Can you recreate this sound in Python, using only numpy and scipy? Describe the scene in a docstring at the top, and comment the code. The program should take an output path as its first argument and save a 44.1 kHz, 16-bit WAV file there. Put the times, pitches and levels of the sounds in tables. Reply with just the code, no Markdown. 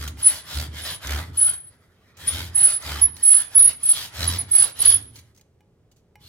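"""In a small workshop, a thin pull saw cuts a wooden strip held in a vice: quick strokes, a pause, more strokes, rest.
Noise coloured as wood body, rasp and fine hiss follows the blade's speed; single teeth snag with dry scratches.
The strip thrums as a wavering low tone. The binding blade squeals on two drifting tones near 10 kHz.
Light knocks ring a set of decaying modes; late on, the saw ticks against the work and a faint stroke follows.
A short diffuse room tail answers saw and squeal, over a low rush of air."""
import sys
import numpy as np
from scipy import signal
from scipy.fft import rfft, irfft, next_fast_len
from scipy.io import wavfile
from scipy.ndimage import uniform_filter1d, minimum_filter1d, map_coordinates

SR = 44100
rng = np.random.default_rng(int(sys.argv[2]) if len(sys.argv) > 2 else 0)


def transcribe(signal):
    """Save signal, clipped to [-1, 1], as a 16-bit WAV file at the path in sys.argv[1]."""
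    frames = np.atleast_2d(signal).T
    limited = np.clip(frames, -1, 1)
    pcm = np.round(limited * 32767).astype(np.int16)
    wavfile.write(sys.argv[1], SR, pcm)


N = 276948
TIME = np.arange(N) / SR

# All event levels below are relative, ahead of the trims in the mix.
# Saw strokes, pull and push in turn; in the weak ones the blade only creeps:
# (t/s, length/s, rasp level/dB, fastest moment/share of length, wood body over rasp/dB)
SAW_STROKES = [ (-.154, 0.3, -42.5, 0.62, -1.5), (0.132, 0.32, -37.5, 0.59, -5.5),
               (.416, 0.29, -37, 0.6, -3.5), (.682, 0.31, -37, 0.7, -2), (.98, .305, -38, .48, 2),
               (1.19, .15, -57, .4, 0), (1.304, 0.31, -42.5, 0.43, -1.5), (1.449, 0.84, -71, 0.34, 7),
               (1.96, 0.22, -69, 0.51, 8), (2.13, 0.41, -37.5, 0.55, -3.5),
               (2.488, 0.32, -38.5, 0.62, -1.5), (2.773, 0.36, -39, 0.37, 0.5), (3.098, 0.4, -41, 0.72, -2),
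               (3.459, .314, -39.5, .68, -2), (3.759, 0.37, -37, 0.62, -8.5),
               (4.096, 0.39, -35, 0.42, -2.5), (4.449, 0.29, -36, 0.65, -4), (4.732, 0.3, -34, 0.45, -7.5),
               (4.954, 0.49, -66.5, .2, 0.5), (5.122, .1, -54, .5, -7), (6.175, .35, -53.5, 0.33, -5), ]
# Powers of the blade speed for wood body, rasp and fine hiss [no unit]
SPEED_POWERS = [1.17, 1.7, 0.91]
# Side to which the squealing blade radiates: (t/s, left over right/dB)
BLADE_AIM = [(.3, -0.5), (1.4, 0), (2.3, 2.5), (2.6, -4.5), (3.05, -6), (3.9, -1.5), (4.6, -5.5),
             (4.9, -3.5)]
# Teeth catching in the wood: (t/s, level/dB, t60/s)
TOOTH_CATCHES = [(.076, -20, .05), (1.071, -20, 0.027), (2.168, -39.5, .1), (2.823, -28, .03),
                 (3.165, -29.5, 0.04), (5.155, -36, .1), (5.187, -39.5, 0.072), (5.347, -51, 0.0607),
                 (5.362, -48, .035), (5.374, -46, 0.077), (5.411, -41, 0.026), (5.914, -50.5, 0.064),
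                 (5.96, -56, 0.15)]
# Light knocks of the saw on the work: (t/s, level/dB)
SAW_KNOCKS = [(.173, -38.5), (5.396, -53), (5.607, -52), (6.156, -40)]
# Ringing modes of a knock: (f/Hz, level/dB, t60/s)
STRIP_MODES = [(840, 0.5, 0.15), (939, -10.5, .07), (1680, -6.5, 0.04), (2140, 7, 0.026), (2400, 0, .06),
               (2945, -7, 0.066), (5609, -14.5, 0.098)]
# The strip starts to chatter: (t/s, time driven/s, level/dB, starting rate/Hz, rise of the rate/(Hz per s))
STRIP_CHATTERS = [ (-.08, 0.16, -31.5, 74, 1), (.52, 0.061, -25, 75, 9), (.66, 0.086, -37.5, 75.95, 29.5),
                  (1.02, 0.082, -30, 66.08, -1), (1.08, 0.036, -24.5, 67.74, 90),
                  (1.24, 0.041, -33, 87.65, -40), (2.18, .07, -40.5, 87, 2), (2.29, 0.118, -30, 86, 20),
                  (2.82, 0.14, -32.5, 74, -1.5), (2.97, 0.06, -36, 73.15, 0.5), (3.55, .08, -45.5, 85, 20),
                  (4.14, 0.1966, -28, 77.87, 46.5), (4.77, 0.2007, -38.5, 78, 100),
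                  (5.05, 0.11, -49, 112.6, -3), ]
# The blade binds and squeals:
# (t/s, length/s, level/dB, swell over the length/dB, blade mode/blend from 0 lower to 1 upper)
BLADE_SQUEALS = [ (.215, 0.067, -18, 22, 0), (.81, 0.039, -41, -1.5, 0.22), (0.896, 0.077, -41, -6, 0.24),
                 (1.364, .078, -18.5, 14.5, 0.06), (1.446, 0.054, -18, -1, 0.038),
                 (1.5, 0.19, -41, -17.5, 0), (2.267, 0.017, -16, 4, .8), (2.299, 0.015, -26.5, 4, 1),
                 (2.542, .135, -18, 6.5, 0.09), (2.682, 0.093, -26.5, 0, 0), (3.011, .046, -13, -8, .7),
                 (3.222, 0.16, -14, 6, 0.086), (3.386, 0.027, -23, -0.5, 0), (3.544, .137, -11.5, -6.5, .8),
                 (3.824, 0.091, -19, 13.5, 0.12), (4.268, .018, -19.5, -0.5, 0.75),
                 (4.381, 0.015, -16, 3.5, 1), (4.506, 0.13, -15.5, 3.5, 0.096),
                 (4.784, 0.036, -22.5, 10, 1), (4.848, 0.11, -12, -12, 0.91), ]

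# Spectral shapes, each (f/Hz, relative level/dB): wood body, rasp of the steel, fine hiss of the teeth
BODY_COLOUR = [(40, -44), (100, -5.5), (150, -1.5), (200, -13.5), (245, -16.5), (430, -12), (630, -5),
               (750, -9.5), (900, -7), (1100, -8.5), (1400, -5), (2000, -6), (2600, -13), (4000, -62)]
RASP_COLOUR = [(500, -66.5), (1300, -20), (2200, -13), (2700, -8.5), (3150, 0.5), (3600, -3.5), (4150, -3),
               (4750, -3.5), (5500, -7), (6500, -16.5), (9000, -28), (12400, -45)]
HISS_COLOUR = [(3000, -52), (5000, -17.5), (6300, 0.5), (7700, -1), (8600, 1), (9400, -6), (10300, 6),
               (10900, -3.5), (11400, -3), (12200, 1), (14000, -2), (16000, -10)]
# Snagging teeth, fizz out of the kerf, rumble of the bench, air in the workshop: (f/Hz, relative level/dB)
SCRATCH_COLOUR = [(100, -38.5), (400, -8.5), (1500, -4.5), (2600, -1.5), (3100, -1.5), (4000, 0),
                  (5600, -1), (6500, 5), (7500, -2), (16000, -7.5)]
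FIZZ_COLOUR = [(300, -62), (1500, -23.5), (5000, -8), (7500, -15), (9000, -4), (10200, 3.5), (11300, 4),
               (12500, -9.5), (16000, -27)]
BENCH_COLOUR = [(35, -35), (58, -8.5), (75, 12), (125, 5), (155, -4), (195, -9), (245, -3.5), (290, -5),
                (450, -15), (1000, -67.5)]
AIR_COLOUR = [(20, -26.5), (38, -3.5), (62, -4), (90, 3.5), (120, -0.5), (200, -6.5), (300, -14.5),
              (400, -8.5), (630, -19), (1000, -26.5), (2000, -34), (4000, -40.5), (8000, -43.5),
              (16000, -52)]
# Stereo width of the noise layers: (f/Hz, side over mid/dB)
STEREO_WIDTH = [(60, -25), (110, -25), (200, -23), (380, -9), (700, -11.5), (1290, -9), (2380, -0.5),
                (4400, 2), (8120, -1), (15000, -5)]
# Stereo balance of the noise layers: (f/Hz, left over right/dB)
STEREO_LEAN = [(60, 3), (110, -3), (200, 1), (380, -2), (700, -2.5), (1290, -3.5), (2380, 1), (4400, -1),
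               (8120, -3), (15000, 5.5)]
# Decay of the room: (f/Hz, t60/s)
ROOM_DECAY = [(100, 1), (1000, 0.58), (5000, 0.3), (10000, 0.41), (16000, 0.083)]

CHATTER_RISE_S, CHATTER_T60_S, CHATTER_GLIDE_S = 0.042, .6, .3  # build-up, ring-down, time the rate glides
IDLE_SHAKE_DB = -48  # shake of the strip at the strongest rasp, even without chatter
LOWER_MODE_HZ, UPPER_MODE_HZ = 10085, 10328
SQUEAL_RISE_S, SQUEAL_T60_S = 0.0089, 0.077  # stick-slip takes hold; the wood damps the blade
SEED_DB = -36.5  # a self-excited vibration starts this far below its full swing
HISS_STALL = .25  # below this share of the top speed the teeth only rub and make no fine hiss
LEFT_LEAD_S, DIRECT_SHARE = .000068, .62  # head start at the left; share of the side that is direct
TOP_HZ = 16000  # band limit of the mix


def amp(db):
    """Decibels to gain."""
    return 10 ** (np.asarray(db) / 20)


def unit(x):
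    """x at rms 1."""
    return x / np.sqrt(np.mean(x ** 2) + 1e-20)


def along(points, hz):
    """Interpolate (Hz, value) points on a log frequency axis."""
    f, v = np.transpose(points)
    return np.interp(np.log(hz + 1), np.log(f + 1), v)


def wobble(rate):
    """A smooth random curve with rate knots a second."""
    knots = rng.standard_normal(int(N * rate / SR) + 4)
    return map_coordinates(knots, [TIME * rate])


def filtered(x, response):
    """x shaped by a response of frequency."""
    size = next_fast_len(N + SR // 2)
    return irfft(rfft(x, size) * response(np.fft.rfftfreq(size, 1 / SR)), size)[..., :N]


def spread(pair, spectrum):
    """Two unrelated signals as coloured stereo sound that reaches the left first, its middle at rms 1."""
    def side_blend(hz):
        lead = DIRECT_SHARE * np.sin(2 * np.pi * hz * LEFT_LEAD_S)
        return np.array([1j * lead, np.sqrt(1 - lead ** 2)])

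    def colour(hz):
        width = np.array([np.ones_like(hz), amp(along(STEREO_WIDTH, hz))])
        return amp(along(spectrum, hz)) * width

    across = filtered(pair, side_blend).sum(axis=0)
    mid, side = filtered(np.array([pair[0], across]), colour)
    left_right = np.array([mid + side, mid - side])
    both = filtered(left_right, lambda hz: amp(np.outer([.5, -.5], along(STEREO_LEAN, hz))))
    return both / np.std(both.mean(axis=0))


def patchy(depth_db):
    """Two noises whose resonances drift as the free length of the blade changes."""
    z = signal.stft(rng.standard_normal((2, N)), nperseg=1024)[2]
    field = rng.standard_normal(z.shape[1:])
    field = uniform_filter1d(field, size=6, axis=0)  # blurred over frequency
    field = uniform_filter1d(field, size=7, axis=1)  # blurred over time
    return signal.istft(z * amp(depth_db * unit(field)), nperseg=1024)[1][:, :N]


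def envelope(start, length, rise_s, t60):
    """A self-excited vibration grows exponentially until it saturates, holds while driven, then rings down."""
    age = TIME - start
    growth = amp(SEED_DB * np.clip(1 - age / rise_s, -4, 4))
    saturated = growth / (1 + growth)
    return saturated * amp(-60 * np.maximum(age - length, 0) / t60)


def workshop_air():
    """The low rush of the workshop air: steady coloured noise."""
    return amp(-60.0) * spread(rng.standard_normal((2, N)), AIR_COLOUR)


def strokes():
    """Strength of wood body, rasp and hiss: the blade's speed is a lopsided half sine in every stroke."""
    powers = np.c_[SPEED_POWERS]
    energy = np.zeros((3, N))
    for s, length, db, fastest, body_db in SAW_STROKES:
        span = (TIME > s) & (TIME < s + length)
        course = np.interp(TIME[span], [s, s + fastest * length, s + length], [0, 1, 0])
        speed = np.sin(np.pi / 2 * course)
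        hiss_speed = np.interp(speed, [HISS_STALL, 1], [0, 1])
        drive = np.array([speed, speed, hiss_speed])
        levels = amp([[db + body_db], [db], [db]])
        energy[:, span] += (levels * drive ** powers) ** 2
    return np.sqrt(energy)


def teeth(speed, top_rate_hz, scatter_db, snap_s):
    """Each tooth tears a few fibres: a short burst of its own strength, at a rate that follows the speed."""
    rate_hz = top_rate_hz * speed * amp(2.5 * wobble(300))
    passed = np.floor(np.cumsum(rate_hz) / SR)
    strength = amp(scatter_db * np.clip(rng.standard_normal(N), -2, 2))
    bites = np.diff(passed, prepend=0) * strength
    bursts = signal.lfilter([1], [1, -np.exp(-1 / (snap_s * SR))], bites)
    return unit(bursts * np.sqrt(speed))


def sawing(body_force, force, hiss_force, shake, swing):
    """Teeth rasp through the wood, pressed in and out of the cut by the chattering strip."""
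    speed = np.clip(np.sqrt(force / force.max()), .15, 1)  # estimated from the rasp strength
    bite = teeth(speed, top_rate_hz=520, scatter_db=-1.0, snap_s=0.0006)
    texture = unit(np.sqrt(1.9 + bite ** 2))  # the constant keeps sound between the bites
    grip = 1 + .6 * shake / shake.max() * np.cos(swing)
    tearing = grip * amp(1.7 * wobble(35) - 1.0) * texture
    body = amp(-0.84) * body_force * spread(patchy(depth_db=3.3), BODY_COLOUR)
    rasp = amp(-1.0) * force * spread(patchy(depth_db=3.4), RASP_COLOUR)
    hiss = amp(-4.5) * hiss_force * spread(patchy(depth_db=2.6), HISS_COLOUR)
    return tearing * (body + rasp + hiss)


def chatter(force):
    """Level and phase of the strip's swing: a pull sets it going, and it rings on through the next push."""
    shake = amp(IDLE_SHAKE_DB) * np.sqrt(force / force.max())
    rate_hz = np.zeros(N)
    for s, length, db, start_hz, glide in STRIP_CHATTERS:
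        shake = np.hypot(shake, amp(db) * envelope(s, length, CHATTER_RISE_S, CHATTER_T60_S))
        gliding_hz = start_hz + glide * np.minimum(TIME - s, CHATTER_GLIDE_S)
        rate_hz = np.where(TIME >= s, gliding_hz, rate_hz)  # the newest chatter sets the rate
    swing = 2 * np.pi * np.cumsum(rate_hz * (1 + 0.04 * wobble(40))) / SR
    return shake, swing


def thrum(shake, swing):
    """The strip swings in its lowest bending mode; a weak shake is mostly an uneven rumble of the bench."""
    locked = shake / (shake + amp(-50))
    tone = np.sin(swing) + amp(-18.5) * np.sin(2 * swing)
    strip = np.sqrt(2) * tone * amp(1.1 * wobble(23))
    bench = spread(rng.standard_normal((2, N)), BENCH_COLOUR)
    bench_gain = amp(-8.5) + amp(-1.5) * (1 - locked)
    return shake * (locked * strip + bench_gain * bench)


def snagging():
    """Single teeth snag with a dry scratch: patchy noise under a fast rise and an exponential decay."""
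    snags = np.zeros(N)
    for s, db, t60 in TOOTH_CATCHES:
        age = np.maximum(TIME - s, 0)
        rise = 1 - np.exp(-age / (.025 * t60))  # longer scrapes also start more softly
        snags += rise * amp(db + 1.5 - 60 * age / t60)
    scratch = spread(patchy(depth_db=3), SCRATCH_COLOUR)
    return amp(-9.0) * snags * amp(1.0 * wobble(300)) * scratch


def knocking():
    """The saw knocks on the clamped strip: decaying modes of varying strength and a short noise crack."""
    knocks = np.zeros(N)
    t = np.arange(SR // 4) / SR
    for s, db in SAW_KNOCKS:
        ring = np.zeros(len(t))
        for hz, level, t60 in STRIP_MODES:
            ring += amp(level + rng.normal(0, 2.2) - 60 * t / t60) * np.sin(2 * np.pi * hz * t)
        crack = 1.19 * amp(-60 * t / 0.022) * rng.standard_normal(len(t))
        start = round(s * SR)
        knocks[start:start + len(t)] += (amp(db - 13.0) * (ring + crack))[:N - start]
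    return knocks


def binding():
    """Strength of the lower and the upper blade mode: a squeal catches fast, swells or sags, and lets go."""
    energy = np.zeros((2, N))
    for s, length, db, swell_db, mode in BLADE_SQUEALS:
        swell = amp(db + swell_db * np.interp(TIME, [s, s + length], [-.5, .5]))
        squeal = swell * envelope(s, length, SQUEAL_RISE_S, SQUEAL_T60_S)
        turn = np.pi / 2 * mode  # equal-power blend of the two modes
        energy += np.outer([np.cos(turn), np.sin(turn)], squeal) ** 2
    return np.sqrt(energy)


def blade_mode(level, mode_hz, shake, swing):
    """Stick-slip locks on to a blade mode; passing teeth and chatter jostle its pitch and strength."""
    # The pitch drifts a little as the blade flexes in the kerf.
    pitch_hz = mode_hz + 18 * wobble(40)
    jostle = .52 * wobble(120) + .05 * wobble(700)
    jostle += .95 * np.sqrt(shake / shake.max()) * np.sin(swing)
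    phase = 2 * np.pi * np.cumsum(pitch_hz) / SR + jostle
    # The grip of the kerf comes and goes, so the tone flutters.
    level = level * (1 + .7 * np.tanh(.8 * wobble(150)) + .05 * wobble(700))
    # The moving blade sweeps its narrow lobes of radiation across both sides.
    aim_db = np.interp(TIME, *np.transpose(BLADE_AIM))
    lobes = amp(np.outer([.5, -.5], aim_db) + 1.5 * np.array([wobble(70), wobble(70)]))
    skew = np.outer([.5, -.5], 1.35 + .7 * wobble(60))  # phase offset between left and right, rad
    # The vibrating teeth grind a bright fizz out of the kerf.
    fizz = amp(-24.5) * level * spread(rng.standard_normal((2, N)), FIZZ_COLOUR)
    return amp(5.0) * level * lobes * np.sin(phase + skew) + fizz


def workshop(x):
    """The room's answer: a diffuse noise tail, each frequency dying at its own speed."""
    hz, t, z = signal.stft(rng.standard_normal((2, SR // 2)), SR, nperseg=256)
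    decay = amp(-60 * t / along(ROOM_DECAY, hz)[:, None])
    tail = signal.istft(z * decay, SR, nperseg=256)[1]
    tail = np.pad(tail / np.linalg.norm(tail[0]), ((0, 0), (180, 0)))  # starts about 4 ms late
    return signal.fftconvolve(x, tail, axes=1)[:, :N]


def scene():
    """Saw, strip and room over the low rush of the workshop air."""
    air = workshop_air()
    body_force, force, hiss_force = strokes()
    shake, swing = chatter(force)
    cut = sawing(body_force, force, hiss_force, shake, swing) + snagging() + knocking()
    lower, upper = binding()
    squeal = blade_mode(lower, LOWER_MODE_HZ, shake, swing)
    squeal += blade_mode(upper, UPPER_MODE_HZ, shake, swing)
    room = workshop(amp(-12.5) * cut + amp(-20.0) * squeal)
    return cut + squeal + thrum(shake, swing) + room + air


def record(dry):
    """A fast look-ahead limiter holds the peaks under full scale; then the band limit."""
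    needed = np.minimum(1, .85 / (np.abs(dry).max(axis=0) + 1e-9))
    gain = uniform_filter1d(minimum_filter1d(needed, size=300), size=200)
    return filtered(dry * gain, lambda hz: hz < TOP_HZ)


dry = scene()
out = record(dry)
transcribe(out)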